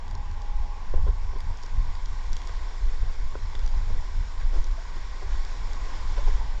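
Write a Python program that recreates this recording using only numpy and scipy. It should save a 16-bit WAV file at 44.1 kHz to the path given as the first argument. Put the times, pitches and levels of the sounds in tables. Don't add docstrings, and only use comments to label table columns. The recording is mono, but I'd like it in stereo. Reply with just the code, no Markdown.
import sys
import numpy as np
from scipy import signal
from scipy.fft import rfft, irfft, next_fast_len
from scipy.io import wavfile
from scipy.ndimage import uniform_filter1d, map_coordinates

SR = 44100
rng = np.random.default_rng(int(sys.argv[2]) if len(sys.argv) > 2 else 0)


def dump(signal):
    limited = np.clip(np.atleast_2d(signal).T, -1, 1)
    pcm = np.round(limited * 32767).astype(np.int16)
    wavfile.write(sys.argv[1], SR, pcm)


N = 291060
T = np.arange(N) / SR

# freq_hz, density_db
SCUFF_SPECTRUM = [(80, -17), (200, 2.5), (500, 14.5), (800, -0.5), (1050, -15), (1550, -1.5), (1950, -20.5),
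                  (4000, -19.5), (9000, -49)]


def stream():
    # freq_hz, density_db
    roar_spectrum = [(60, 2.5), (200, -2.5), (330, -7), (450, -6.5), (570, -8), (740, -2.5), (850, 2),
                     (1060, 3), (1160, -3.5), (1280, -20.5), (1600, -12), (2600, -17), (7000, -41),
                     (9000, -73.5)]
    # freq_hz, density_db
    rush_spectrum = [(150, -7), (420, 3), (700, -3.5), (1050, 7.5), (1300, -3.5), (1520, 3), (1750, -3),
                     (2200, -0.5), (2650, -9), (5500, -4.5), (6100, -10.5), (7300, -10), (8200, -25),
                     (10500, -38), (13500, -52)]
    # time_s, level_db
    rush_levels = [(0, -55.5), (1.25, -53.5), (1.7, -52), (2.6, -49.5), (3.15, -51), (4.9, -50),
                   (5.95, -47.5), (6.3, -46.5), (6.55, -50.5)]
    fade_db_per_s = 1
    pool_s, pool_rise_s, pool_db = 5.5, 0.44, 7
    roar_db = -48 - fade_db_per_s * T + pool_db * (1 + np.tanh((T - pool_s) / pool_rise_s)) / 2
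    roar = amp(roar_db) * coloured(churn(patchy_db=2.0), roar_spectrum)
    fizz = bubbles(count=6000, centre_hz=3252, log_spread=0.508, decay_cycles=3.7, spread_db=1.5)
    gurgle = bubbles(count=600, centre_hz=689, log_spread=0.514, decay_cycles=2.9, spread_db=2.5)
    water = churn(patchy_db=1.15) + amp(-13.5) * fizz + amp(-22.0) * gurgle
    rush_db = np.interp(T, *np.transpose(rush_levels)) + 0.33 * wobble(16)
    return roar + amp(rush_db) * coloured(water, rush_spectrum)


def churn(patchy_db):
    spectra = signal.stft(rng.standard_normal((2, N)), nperseg=512)[2]
    patches = uniform_filter1d(rng.standard_normal(spectra.shape[1:]), size=6, axis=0)
    patches = uniform_filter1d(patches, size=10, axis=1)
    return unit(signal.istft(spectra * amp(patchy_db * unit(patches)), nperseg=512)[1][:, :N])


def bubbles(count, centre_hz, log_spread, decay_cycles, spread_db):
    when, size, place = rng.random((count, 3)).T[..., None]
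    hz = np.clip(centre_hz * np.exp(log_spread * rng.standard_normal((count, 1))), 250, 9000)
    offsets = np.arange(768)
    age = hz * offsets / SR / decay_cycles
    phase = 2 * np.pi * decay_cycles * age * (1 + 0.03 * age)
    rings = np.sin(phase) * np.exp(-age) * (1 - np.exp(-6 * age))
    rings *= amp(-spread_db * np.log(size + .01))
    samples = ((when * N).astype(int) + offsets).ravel()
    mid_side = [np.bincount(samples, (rings * gain).ravel(), N)[:N] for gain in (1, 2 * place - 1)]
    return unit(np.array(mid_side))


def steps():
    # time_s, slosh_db, slosh_width_s, plop_hz, plop_db
    plunges = [(3.9, -50, 0.031, 164, -36), (4.563, -43, 0.047, 265, -43), (4.779, -63, .02, 632, -39.5),
               (4.963, -49, 0.015, 335, -44.5), (5.226, -48, 0.016, 362, -39),
               (6.183, -42.5, 0.02, 540, -33.5), (6.281, -43, 0.018, 416, -35),
               (6.405, -51, 0.026, 857, -38)]
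    # freq_hz, density_db
    slosh_spectrum = [(120, -3), (350, 7.5), (520, 3.5), (800, 5), (1050, -2.5), (1350, -1.5),
                      (2100, -10.5), (2800, -15), (5200, -8), (7200, -24), (8500, -29), (13000, -65)]
    plop_t60_s, plop_attack_s = 0.1, 0.00098
    swell, plops = np.zeros((2, N))
    t = np.arange(SR // 5) / SR
    envelope = amp(-60 * t / plop_t60_s) * (1 - np.exp(-t / plop_attack_s))
    for time_s, slosh_db, width_s, plop_hz, plop_db in plunges:
        swell += amp(slosh_db) / np.cosh(np.clip(2 * (T - time_s) / width_s, -20, 20))
        chirp = np.sin(2 * np.pi * plop_hz * t * (1 + 2.2 * t))
        add(plops, time_s, amp(plop_db) * envelope * chirp)
    foam = bubbles(count=2000, centre_hz=1480, log_spread=.8, decay_cycles=3, spread_db=3)
    water = churn(patchy_db=1) + amp(-16) * foam
    return swell * coloured(water, slosh_spectrum) + centred(plops)


def wading():
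    # crest_s, level_db, half_length_s
    strides = [(3.727, -57.5, 0.24), (4.412, -52.5, 0.019), (5.338, -52.5, 0.08), (5.513, -51, 0.038),
               (5.935, -51.5, 0.046), (6.201, -67.5, 0.045), (6.37, -55.5, 0.034)]
    # freq_hz, density_db
    wake_spectrum = [(200, -11.5), (380, 4), (600, -2), (800, 1.5), (1250, -4.5), (1550, -1), (2200, -7.5),
                     (2700, -10), (5200, -7.5), (7500, -14.5), (9000, -49.5)]
    swell = sum(amp(db) * hump(crest_s, half_length_s) for crest_s, db, half_length_s in strides)
    foam = bubbles(count=3000, centre_hz=1830, log_spread=0.333, decay_cycles=3.8, spread_db=2.0)
    return swell * coloured(churn(patchy_db=-4) + amp(-8.0) * foam, wake_spectrum)


def slaps():
    # start_s, level_db, centre_hz
    landings = [(1.636, -39, 450), (2.329, -37, 950), (2.4935, -35, 1600), (3.031, -35.5, 250),
                (3.098, -35, 290), (3.3537, -24.5, 600), (3.549, -29.5, 800), (6.178, -26, 700)]
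    # freq_hz, level_db, t60_s
    sole_modes = [(258, -2.5, 0.018), (446, 2.5, 0.04), (526, 4.5, 0.019), (744, -21.5, .02),
                  (990, 1.5, .022), (1320, 1, .018), (1516, 2, 0.024)]
    attack_s, spray_db, spray_t60_s = .001, -10.5, 0.031
    claps, spray = np.zeros((2, N)), np.zeros(N)
    t = np.arange(SR // 10) / SR
    rise = 1 - np.exp(-t / attack_s)
    for start_s, db, centre_hz in landings:
        add(claps, start_s, amp(db) * rise * struck(sole_modes, centre_hz, t, width_oct=1.3))
        add(spray, start_s, amp(db + spray_db - 60 * t / spray_t60_s) * rise)
    return claps + spray * coloured(rng.standard_normal((2, N)), SCUFF_SPECTRUM)


def struck(modes, centre_hz, t, width_oct):
    ring = 0
    for hz, db, t60_s in modes:
        envelope = amp(db + 2 * rng.standard_normal() - 60 * t / t60_s)
        excitation = 1 / (1 + (np.log2(hz / centre_hz) / width_oct) ** 2)
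        detuned_hz = hz * (1 + rng.normal(0, 0.033))
        ring += excitation * envelope * np.sin(2 * np.pi * (detuned_hz * t + rng.random((2, 1))))
    return ring / np.abs(ring).max(axis=1, keepdims=True)


def wind():
    # crest_s, level_db, half_length_s, flutter_offset_db
    gusts = [(0.162, -36.5, 0.069, 0.5), (0.325, -38, 0.071, -0.5), (0.587, -26.5, 0.083, -15.5),
             (0.986, -21, 0.073, -10), (1.077, -23, .03, -4), (1.27, -30, 0.16, -8), (1.479, -34, 0.039, 2),
             (1.79, -23.5, .05, -9), (1.899, -26.5, 0.018, -5.5), (2.105, -31.5, 0.11, -10),
             (2.309, -25, 0.045, -16), (2.597, -32, 0.087, -11.5), (2.874, -23.5, .055, -14.5),
             (3.03, -24.5, 0.072, -14), (3.243, -26, 0.057, -21), (3.444, -33.5, 0.097, -4),
             (3.652, -24.5, 0.07, -16.5), (3.773, -24.5, 0.038, -8), (3.93, -24, 0.073, -7.5),
             (4.18, -29, 0.069, -8), (4.461, -23, 0.062, -12.5), (4.584, -20, .03, -15.5),
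             (4.703, -25, 0.041, -21.5), (4.97, -35, 0.067, -7.5), (5.363, -27, 0.094, -10.5),
             (5.748, -31.5, 0.27, -13), (6.09, -28, 0.074, -13), (6.287, -21, 0.077, -19),
             (6.502, -30, 0.26, -17.5)]
    # freq_hz, density_db
    rumble_spectrum = [(4, -49.5), (12, 4.5), (25, 2.5), (36, -4.5), (52, -12.5), (80, -33), (120, -33.5),
                       (250, -113.5), (500, -140)]
    # freq_hz, density_db
    flutter_spectrum = [(40, 5.5), (72, 12), (100, 2.5), (130, -9), (180, -13.5), (260, -27.5),
                        (600, -37.5), (2500, -120)]
    rumble_power, flutter_power = amp(-35.2) ** 2, amp(-47.5) ** 2
    for crest_s, db, half_length_s, flutter_offset_db in gusts:
        gust = amp(db) * hump(crest_s, half_length_s, edge=2.4)
        rumble_power += gust ** 2
        flutter_power += (amp(flutter_offset_db) * gust) ** 2
    rumble = even_noise(rumble_spectrum) * amp(4.5)
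    flutter = even_noise(flutter_spectrum) * amp(2 * wobble(22))
    return np.sqrt(rumble_power) * rumble + np.sqrt(flutter_power) * flutter


def knocks():
    # start_s, level_db, scuff_s, scuff_offset_db, thud_offset_db
    blows = [(0.938, -27, .028, -2, -15), (.974, -39, .025, -2, -7), (1.066, -32, .02, 3, -11),
             (1.074, -29, .028, 0, -8), (1.081, -33, .014, -1, -13), (1.331, -38.5, .022, -1, -7),
             (1.359, -35, .025, 0, -8)]
    # freq_hz, level_db, t60_s
    pole_modes = [(274, -6, .022), (414, 4.5, .026), (530, 2.5, .026), (760, -2, .022), (1034, -1, .04),
                  (1540, -2, .0074)]
    attack_s, thud_half_width_s = 0.0015, 0.00049
    hits, scuffs = np.zeros((2, N))
    t = np.arange(SR // 5) / SR
    rise = 1 - np.exp(-t / attack_s)
    thud_time = t / thud_half_width_s - 4
    thud = (thud_time ** 2 - 1) * np.exp(-thud_time ** 2 / 2)
    for start_s, db, scuff_s, scuff_offset_db, thud_offset_db in blows:
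        ring = 0
        for hz, mode_db, t60_s in pole_modes:
            envelope = rise * amp(mode_db + rng.standard_normal() - 60 * t / t60_s)
            ring += envelope * np.sin(2 * np.pi * (hz * t + rng.random()))
        add(hits, start_s, amp(db - 2) * ring / np.abs(ring).max() + amp(db + thud_offset_db) * thud)
        add(scuffs, start_s, amp(db + scuff_offset_db - 6 - 20 * t / scuff_s) * rise)
    return centred(hits) + scuffs * coloured(rng.standard_normal((2, N)), SCUFF_SPECTRUM)


def ticks():
    # start_s, level_db, centre_hz, snap_offset_db
    sharp = [(0.08, -39.5, 3980, -21), (.111, -38.5, 5000, -18), (.152, -35, 6000, -29.5),
             (.314, -42, 6000, -23), (0.419, -39.5, 5000, -20.5), (1.234, -45.5, 6550, -16.5),
             (1.405, -34.5, 3100, -12), (1.5725, -40.5, 5500, -25), (1.629, -41, 5000, -24),
             (1.635, -33, 4500, -27), (1.663, -37.5, 4000, -18.5), (1.953, -33.5, 3300, -26.5),
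             (2.059, -33.5, 4600, -19), (2.331, -29, 5400, -25.5), (2.3672, -28, 4550, -26),
             (2.418, -36, 4000, -25), (2.473, -35, 5230, -18), (2.4944, -34, 2400, -33),
             (3.5525, -32, 3300, -43), (3.593, -36, 4300, -27), (3.663, -34.5, 3980, -26),
             (3.677, -35.5, 4630, -30), (4.643, -34, 5540, -30), (5.4498, -35, 4600, -27.5),
             (5.7328, -32.5, 4770, -22)]
    # freq_hz, level_db, t60_s
    tick_modes = [(1140, 7.5, 0.01), (2030, 8, 0.0065), (3370, 0, 0.0076), (3900, -7, 0.017),
                  (4696, 3.5, 0.0084), (5580, 6, 0.0046), (6300, 0, 0.0057), (7100, -5, 0.015)]
    scatter_s, attack_s, snap_t60_s = .03, .0002, 0.0041
    track = np.zeros((2, N))
    t = np.arange(SR // 20) / SR
    snap_band = signal.butter(3, [5500, 12000], "bandpass", fs=SR, output="sos")
    faint = [(start_s + scatter_s * shift, db - 14.5 + 3 * accent, *timbre)
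             for start_s, db, *timbre in sharp for shift, accent in rng.standard_normal((3, 2))]
    for start_s, db, centre_hz, snap_offset_db in list(sharp) + faint:
        ring = struck(tick_modes, centre_hz, t, width_oct=0.83) * (1 - np.exp(-t / attack_s))
        ring /= np.abs(ring).max(axis=1, keepdims=True)
        snap = unit(signal.sosfilt(snap_band, rng.standard_normal((2, len(t)))))
        snap *= amp(snap_offset_db - 60 * t / snap_t60_s)
        add(track, start_s, amp(db) * (ring + snap))
    return track


def whistle():
    # start_s, held_s, pitch_hz, level_db, waver_hz
    notes = [(0, .72, 828, -52.5, 2.5), (1.95, .37, 850, -56.5, 11)]
    rise_share, release_s, sag_hz = .55, .07, 50
    track = np.zeros(N)
    for start_s, held_s, pitch_hz, db, waver_hz in notes:
        rise = np.clip((T - start_s) / (rise_share * held_s), 0, 1) ** .5
        dying = np.maximum(T - start_s - held_s, 0) / release_s
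        hz = pitch_hz + waver_hz * wobble(20) - sag_hz * np.minimum(dying / 2, 1)
        envelope = amp(db + 4.5 * wobble(11)) * rise * np.exp(-dying ** 2)
        track += envelope * unit(np.sin(2 * np.pi * np.cumsum(hz) / SR))
    return track


def amp(db):
    return 10 ** (np.asarray(db) / 20)


def unit(x):
    return x / np.sqrt(np.mean(x ** 2) + 1e-20)


def gain_at(spectrum, hz):
    freq_hz, db = np.transpose(spectrum)
    return amp(np.interp(np.log(hz + 1), np.log(freq_hz + 1), db))


def wobble(knots_per_s):
    return map_coordinates(rng.standard_normal(int(N * knots_per_s / SR) + 4), [T * knots_per_s])


def hump(crest_s, half_length_s, edge=2):
    return np.exp(-.5 * np.abs((T - crest_s) / half_length_s) ** edge)


def filtered(x, response):
    size = next_fast_len(N + SR // 2)
    return irfft(rfft(x, size) * response(np.fft.rfftfreq(size, 1 / SR)), size)[..., :N]


def coloured(x, spectrum):
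    return unit(filtered(x, lambda hz: gain_at(spectrum, hz)))


def even_noise(spectrum):
    noise = coloured(rng.standard_normal(N), spectrum)
    power = np.abs(uniform_filter1d(noise ** 2, size=3200))
    return unit(noise / np.sqrt(power + 0.079))


def centred(x):
    return x * np.array([[1], [0]])


def add(track, start_s, sound):
    start = max(round(start_s * SR), 0)
    part = track[..., start:start + sound.shape[-1]]
    part += sound[..., :part.shape[-1]]


def scene():
    # freq_hz, side_db
    width = [(100, -40), (300, -24.5), (480, -34), (950, -26.5), (1130, -12), (1270, 0.5), (1550, -6.5),
             (2000, -6.5), (2400, -18), (2750, -17), (3150, -3), (3700, -3), (4700, -4), (6000, -13.5),
             (7000, -16), (8200, 5), (11000, 2.5)]
    mid, side = stream() + steps() + wading() + slaps() + ticks() + knocks()
    mid = mid + wind() + whistle()
    side = filtered(side, lambda hz: gain_at(width, hz))
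    lean = filtered(mid, lambda hz: -gain_at(width, hz) * (0.15 + .45j) / (1 + (hz / 6500) ** 8))
    side = 0.74 * side + lean
    return np.array([mid + side, mid - side])


def record(dry):
    # centre_hz, width_hz, gain_db
    resonances = [(1912, 124, 3.5), (3440, 590, 3.5), (5600, 300, 2), (6750, 280, 3.5)]
    top_hz = 13500

    def housing(hz):
        boost_db = sum(db / (1 + (2 * (hz - centre_hz) / width_hz) ** 2)
                       for centre_hz, width_hz, db in resonances)
        return amp(boost_db) * (hz < top_hz)

    hiss = amp(-85.5) * rng.standard_normal(N)
    return filtered(dry + hiss, housing)


dry = scene()
out = record(dry)
dump(out)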